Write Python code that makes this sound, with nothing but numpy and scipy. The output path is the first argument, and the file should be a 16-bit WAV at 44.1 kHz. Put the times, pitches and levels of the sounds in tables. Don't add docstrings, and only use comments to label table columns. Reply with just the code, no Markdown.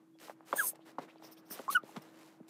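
import sys
import numpy as np
from scipy import signal
from scipy.io import wavfile
from scipy.ndimage import uniform_filter1d

SR = 44100
rng = np.random.default_rng(int(sys.argv[2]) if len(sys.argv) > 2 else 0)


def put_to_file(sound):
    columns = np.atleast_2d(sound).T
    safe = np.clip(columns, -1, 1)
    whole_steps = np.round(safe * 32767)
    wavfile.write(sys.argv[1], SR, whole_steps.astype(np.int16))


def volts(x):
    e = np.asarray(x, float) / 20
    return 10 ** e


N = 109941

# time_s, pitch_hz, level_db
WHISTLES = [
    [(.566, 1400, -62), (.577, 1520, -47), (.586, 1740, -37), (.593, 1700, -30), (.601, 1625, -26.5),
     (.608, 1520, -30), (.6105, 1470, -38), (.614, 1390, -31), (.622, 1230, -39)],
    [(.619, 1300, -50), (.6245, 1330, -37), (.629, 1060, -50), (.636, 1030, -42), (.646, 1000, -46),
     (.668, 960, -64)],
    [(1.678, 1060, -56), (1.682, 1080, -46), (1.685, 1020, -36), (1.693, 1090, -28.5), (1.7015, 1170, -35),
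     (1.7038, 1250, -31.5), (1.707, 1240, -47), (1.717, 1320, -50), (1.73, 1300, -62)],
    [(1.745, 1480, -48), (1.7535, 1495, -23.5), (1.760, 1485, -22), (1.7645, 1465, -24),
     (1.7695, 1410, -22), (1.7728, 1350, -33), (1.777, 1290, -23.5), (1.7805, 1230, -41),
     (1.805, 1190, -58)],
]
# multiple, level_db under the fundamental, before each note's own voice
OVERTONES = [(2, -16), (3, -37), (4, -33), (5, -36), (6, -39), (7, -30)]
# second_partial_db, higher_partials_db, loss_db per dB below the peak, loss_db per % of pitch sag
NOTE_VOICES = [(-8, 0, -.3, .3), (-10, -6, 0, 0), (-22, -5, -.2, 1), (2, -5, .7, 1.0)]


def chirps():
    out = 0
    flutter_db, jitter = 0.5 * drift(130), 0.006 * drift(240)
    rasp = [volts(6 * drift(100)) for _ in OVERTONES[1:]]
    for rows, (second_db, higher_db, loss, sag) in zip(WHISTLES, NOTE_VOICES):
        gate, hz, db = curve(rows)
        smooth_hz = uniform_filter1d(hz, size=150)
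        phase = 2 * np.pi * np.cumsum(smooth_hz * (1 + jitter)) / SR
        db = uniform_filter1d(db, size=140)
        octave = volts(OVERTONES[0][1] + second_db) * np.cos(2 * phase)
        higher = sum(r * volts(d) * np.cos(k * phase) for r, (k, d) in zip(rasp, OVERTONES[1:]))
        upper = octave + volts(higher_db) * higher
        sag_percent = 100 * (hz / hz[db.argmax()] - 1)
        upper_db = loss * (db - db.max()) + np.minimum(sag * sag_percent, 9)
        level = np.sqrt(2) * volts(db + flutter_db)
        out = out + gate * level * (np.cos(phase) + upper * volts(upper_db))
    return out


# time_s, level_db, share of the second colour (0-1)
HISSES = [
    [(.543, -80.5, 0), (.562, -40.5, .01), (.578, -39, 0), (.606, -39.5, 0), (.636, -39, 0.9),
     (.678, -32, 1), (.700, -38.5, 0.97), (.735, -78, 0.7)],
    [(1.699, -56, 0.3), (1.712, -41.5, 0), (1.720, -41.5, 0.16), (1.728, -40, 0.02), (1.740, -41.5, 0.02),
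     (1.748, -58, 0.3), (1.764, -57.5, 0.4), (1.795, -75, 0.6)],
]
# centre_hz, width_hz, level_db
NARROW_MOUTH = [(3200, 1000, -15), (6500, 450, -1), (8900, 1000, 1), (11800, 1600, -7), (14800, 1000, 2)]
OPEN_MOUTH = [(5000, 1000, -16), (6500, 600, -9), (8300, 800, 0), (10900, 2000, 0), (13800, 2400, -2)]
SECOND_CALL_MOUTH = [(3000, 900, -10), (4200, 450, -2), (6300, 700, -8), (8400, 900, -8), (10500, 600, 1),
                     (11700, 900, -3), (14200, 1800, 0)]
NOSE = [(2500, 2000, -13), (5400, 1000, -1), (9100, 1200, -5), (13300, 1800, -2), (15200, 1000, -4)]


def hiss():
    out = 0
    colours = [(NARROW_MOUTH, OPEN_MOUTH), (SECOND_CALL_MOUTH, NOSE)]
    for rows, (first, second) in zip(HISSES, colours):
        gate, db, share = curve(rows)
        share = np.clip(share, 0, 1)
        air = np.sqrt(1 - share) * tract(first) + np.sqrt(share) * tract(second)
        out = out + gate * volts(db) * air
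    return out


# start_s, length_s, level_db, upper_resonances_db
SNIFFS = [
    (1.221, 0.078, -61, -2.5),
    (1.31, 0.04, -63, 2.5),
    (1.364, 0.053, -66.5, -2.5),
    (1.449, 0.05, -73, 0),
    (1.499, 0.068, -54, 9),
    (2.017, 0.018, -65.5, 0.5),
]


def sniffs():
    low, high = tract(NOSE[:2]), tract(NOSE[2:])
    return sum(volts(db) * swell(s, d) * (low + volts(upper_db) * high) for s, d, db, upper_db in SNIFFS)


# peak_s, peak_db, pitch_hz
PATS = [(.154, -58, 596, 2.5), (.159, -60, 646, 1.8), (.230, -53, 1300, 2.5), (.257, -51, 490, 3.4),
        (0.2842, -41, 1060, 3.3), (0.2968, -41.5, 2000, 3.4), (0.2977, -34.5, 730, 3.1),
        (0.3049, -41, 1230, 2.77), (0.3121, -43, 1100, 1.6), (.4077, -43, 920, 1.76),
        (.5290, -20, 1220, 5.55), (.5325, -27, 650, 2.38), (.533, -36.5, 2000, 4), (.5375, -26, 648, 4.13),
        (.5405, -36, 810, 1.4), (.536, -41, 330, 3.04), (.547, -42, 800, 2.8), (.563, -39.5, 880, 4.5),
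        (.572, -41, 805, 3.6), (.734, -47, 660, 3.7), (.793, -47.5, 650, 2.2), (.862, -51, 900, 3.4),
        (.9848, -28, 1020, 5.4), (0.9907, -31.5, 700, 1.82), (0.9926, -42, 690, 2.78),
        (.991, -43, 330, 2.56), (1.0, -49, 1600, 5.7), (1.04, -56, 400, 3.3), (1.003, -46, 950, 3.8),
        (1.0192, -46.5, 1180, 2.6), (1.159, -45.5, 746, 2.04), (1.224, -45, 880, 3.9),
        (1.245, -45, 730, 1.53), (1.5095, -43, 1700, 4.6), (1.511, -40, 304, 1.78),
        (1.592, -38, 1300, 4.05), (1.5965, -32.5, 560, 2.1), (1.6005, -41, 600, 2), (1.604, -40, 520, 2.08),
        (1.8366, -37, 448, 1.65), (1.893, -47, 910, 8.4), (1.963, -42, 1200, 5.5), (1.969, -39, 1145, 4.13),
        (1.6813, -31.5, 1050, 4.1), (1.706, -46, 420, 2.14), (1.749, -48.5, 197, 2.3),
        (1.9701, -37, 315, 2.13), (1.975, -36.5, 200, 2.27), (2.4034, -48.5, 625, 3.5),
        (2.409, -42, 250, 2.06)]


def pats():
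    rise_share, fall_octaves = 0.35, 1.1
    out, t = np.zeros(N), np.arange(N) / SR
    for s, db, hz, cycles in PATS:
        length = cycles / hz
        u = np.interp(t, [s - rise_share * length, s, s + (1.2 - rise_share) * length], [0, .5, 1])
        pitch = hz * 2 ** np.clip(-fall_octaves * (t - s) / length, -3, 3)
        phase = 2 * np.pi * np.cumsum(pitch * (u > 0)) / SR
        out += volts(db) * np.sin(np.pi * u) ** 2 * np.cos(phase)
    bed_cut_hz = 2400
    bed = tail(.05, np.exp(-2 * np.pi * bed_cut_hz / SR), 0.0026)
    return out + volts(-21) * signal.fftconvolve(out, bed)[:N]


# start_s, peak_db, pitch_hz, ring_cycles
TICKS = [(.188, -49, 4440, 12), (0.2, -47, 3000, 8), (0.2033, -45, 8500, 17), (.272, -48, 4000, 25),
         (.529, -40.5, 3400, 73), (0.572, -38, 4500, 10), (.757, -47, 7960, 17), (1.0258, -55, 3700, 17),
         (1.158, -60, 3600, 17), (1.183, -60, 4700, 64), (1.225, -52, 3500, 12), (1.593, -39.5, 3000, 12),
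         (1.701, -39.5, 4200, 12), (1.716, -41, 4200, 30), (1.833, -52.5, 3480, 17),
         (1.9661, -31.5, 3600, 5.9), (1.9732, -47, 3200, 15), (2.469, -63.5, 2500, 12),
         (2.484, -49.5, 7700, 17)]


def claw_ticks():
    out = np.zeros(N)
    for s, db, hz, cycles in TICKS:
        modes = ring(s, hz, cycles) + 0.31 * ring(s, 0.53 * hz, cycles) + 0.45 * ring(s, 0.65 * hz, cycles)
        out += volts(db) * modes
    return out


def squeak():
    return volts(-77) * swell(0.135, 0.045) * np.sin(2 * np.pi * 3356 * np.arange(N) / SR)


# start_s, length_s, level_db, tilt_db_per_octave
STROKES = [(0.187, 0.16, -52, -3.5), (0.449, 0.16, -54, -3), (0.518, 0.23, -49.5, -4),
           (0.744, 0.032, -62, -7), (0.846, 0.1, -57, -5), (0.982, 0.019, -50, -10.5),
           (0.994, 0.079, -54.5, -6.5), (1.057, 0.12, -66.5, -6.5), (1.189, 0.2, -60.5, -5.5),
           (1.475, 0.26, -51.5, -4), (1.705, 0.06, -44.5, -1.5), (1.825, 0.19, -58, -3.5),
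           (1.954, 0.042, -53, -7.5), (1.972, 0.2, -61.5, -5.5), (2.114, 0.29, -59.5, -4.5),
           (2.472, 0.073, -59.5, -2.5)]


def blanket():
    fibres_per_s, spread_db, low_hz = 6000, 3.5, 450
    hits = rng.random((2, N)) < fibres_per_s / SR
    strength = volts(spread_db * np.minimum(rng.exponential(1, (2, N)), 3))
    fibres = rms_one(hits * strength * rng.standard_normal((2, N)))
    shapes = np.array([volts(db) * swell(s, d) for s, d, db, _ in STROKES])
    tilt = np.array(STROKES)[:, 3]
    out = 0
    for hz, band in bands(fibres, 1.2):
        tilt_gain = volts(tilt * np.log2(max(hz, low_hz) / 3000))
        out = out + band * (tilt_gain * min(hz / low_hz, 1) @ shapes)
    return out


# start_s, length_s, level_db, from_hz, to_hz
SCRATCHES = [
    (1.075, 0.051, -57.5, 1100, 3545),
    (1.15, .06, -73, 3600, 3000),
    (0.87, 0.039, -66, 2100, 2500),
    (.80, 0.054, -70.5, 2500, 4400),
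    (1.365, .035, -64, 2500, 4600),
]


def scratches():
    t, rough = np.arange(N) / SR, drift(880)
    out = 0
    for s, d, db, from_hz, to_hz in SCRATCHES:
        phase = 2 * np.pi * np.cumsum(np.interp(t, [s, s + d], [from_hz, to_hz])) / SR
        out = out + volts(db) * swell(s, d) * rough * np.sin(phase)
    return out


# time_s, level_db
SHUFFLE = [(0, -71), (.18, -80), (.4, -68), (1.45, -65), (1.6, -66), (1.95, -61.5), (2.49, -69.5)]


def bedding():
    lowpass = signal.butter(2, 960, fs=SR, output="sos")
    rub = rms_one(signal.sosfilt(lowpass, rng.standard_normal(N)))
    return volts(-1 + curve(SHUFFLE)[1] + 1.6 * drift(40)) * rub


def hum():
    phase = 2 * np.pi * np.cumsum(323 + 1 * drift(2.75)) / SR
    return np.sqrt(2) * volts(-64 + 1.3 * drift(3.3)) * np.sin(phase)


# frequency_hz, level_db per Hz
ROOM_AIR = [(71, -85.5), (120, 12.5), (343, 4.5), (387, 3), (465, -46), (961, -14), (1910, -20),
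            (13800, -25), (15000, -32.5)]


def room_air():
    hz_points, db_points = np.transpose(ROOM_AIR)
    air = 0
    for hz, band in bands(rng.standard_normal((2, N)), 0.29):
        air = air + band * volts(np.interp(np.log(hz), np.log(hz_points), db_points))
    return volts(-70) * rms_one(air)


def bedroom(x):
    return signal.fftconvolve(x, tail(.14, .9, 0.0009))[:N]


def tail(t60, pole, gap):
    t = np.arange(SR // 2) / SR
    noise = signal.lfilter([1], [1, -np.clip(pole, 0, .99)], rng.standard_normal(len(t)))
    h = noise * volts(-60 * t / t60) * (t > gap)
    return h / np.sqrt(np.sum(h ** 2))


def rms_one(x):
    return x / np.sqrt(np.mean(x ** 2) + 1e-20)


def drift(rate):
    r = np.exp(-2 * np.pi * rate / SR)
    return rms_one(signal.lfilter([1], [1, -2 * r, r * r], rng.standard_normal(N + SR))[SR:])


def resonate(x, hz, width_hz):
    r = np.exp(-np.pi * width_hz / SR)
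    gain = (1 - r * r) / 2
    return signal.lfilter([gain, 0, -gain], [1, -2 * r * np.cos(2 * np.pi * hz / SR), r * r], x)


def tract(peaks):
    air, out = rng.standard_normal(N), 0
    for k, (hz, width, db) in enumerate(peaks):
        doubled = resonate(resonate(air, hz, width), hz, 2 * width)
        out = out + (-1) ** k * volts(db + 2 * drift(34)) * doubled
    return rms_one(out)


def swell(start, length):
    u = np.interp(np.arange(N) / SR, [start, start + 0.36 * length, start + 1.058 * length], [0, .5, 1])
    return np.sin(np.pi * u) ** np.where(u < .5, 1, 1.8)


def curve(rows):
    s, *columns = np.transpose(rows)
    t, fade_s = np.arange(N) / SR, .003
    gate = np.clip(np.minimum(t - s[0], s[-1] - t) / fade_s, 0, 1)
    return [gate] + [np.interp(t, s, c) for c in columns]


def bands(source, patch_db):
    edges = np.append(90 * 2 ** np.arange(0, 7.5, .5), [14500, 19000])
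    out = []
    for k, (a, b) in enumerate(zip(edges, edges[1:])):
        band = signal.sosfilt(signal.butter(2, [a, b], "band", fs=SR, output="sos"), source[k % 2])
        out.append((np.sqrt(a * b), volts(patch_db * drift(45)) * band))
    return out


def ring(s, hz, cycles):
    turns = hz * np.maximum(np.arange(N) / SR - s, 0)
    return np.sin(2 * np.pi * turns) * volts(-60 * turns / cycles) * (1 - np.exp(-turns / 0.1))


def scene():
    near = chirps() + pats() + claw_ticks() + squeak()
    breath = hiss() + sniffs()
    cloth = blanket() + scratches() + bedding()
    return (near + volts(-31) * bedroom(near) + breath + cloth + hum() + room_air())[None]


def band_limit(x):
    return signal.sosfilt(signal.butter(12, 16180, fs=SR, output="sos"), x)


def record(dry):
    x = signal.sosfilt(signal.butter(6, 136, "high", fs=SR, output="sos"), dry)
    x = signal.sosfilt(signal.cheby2(12, 70, 16650, fs=SR, output="sos"), x)
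    return band_limit(x)


dry = scene()
out = record(dry)
put_to_file(out)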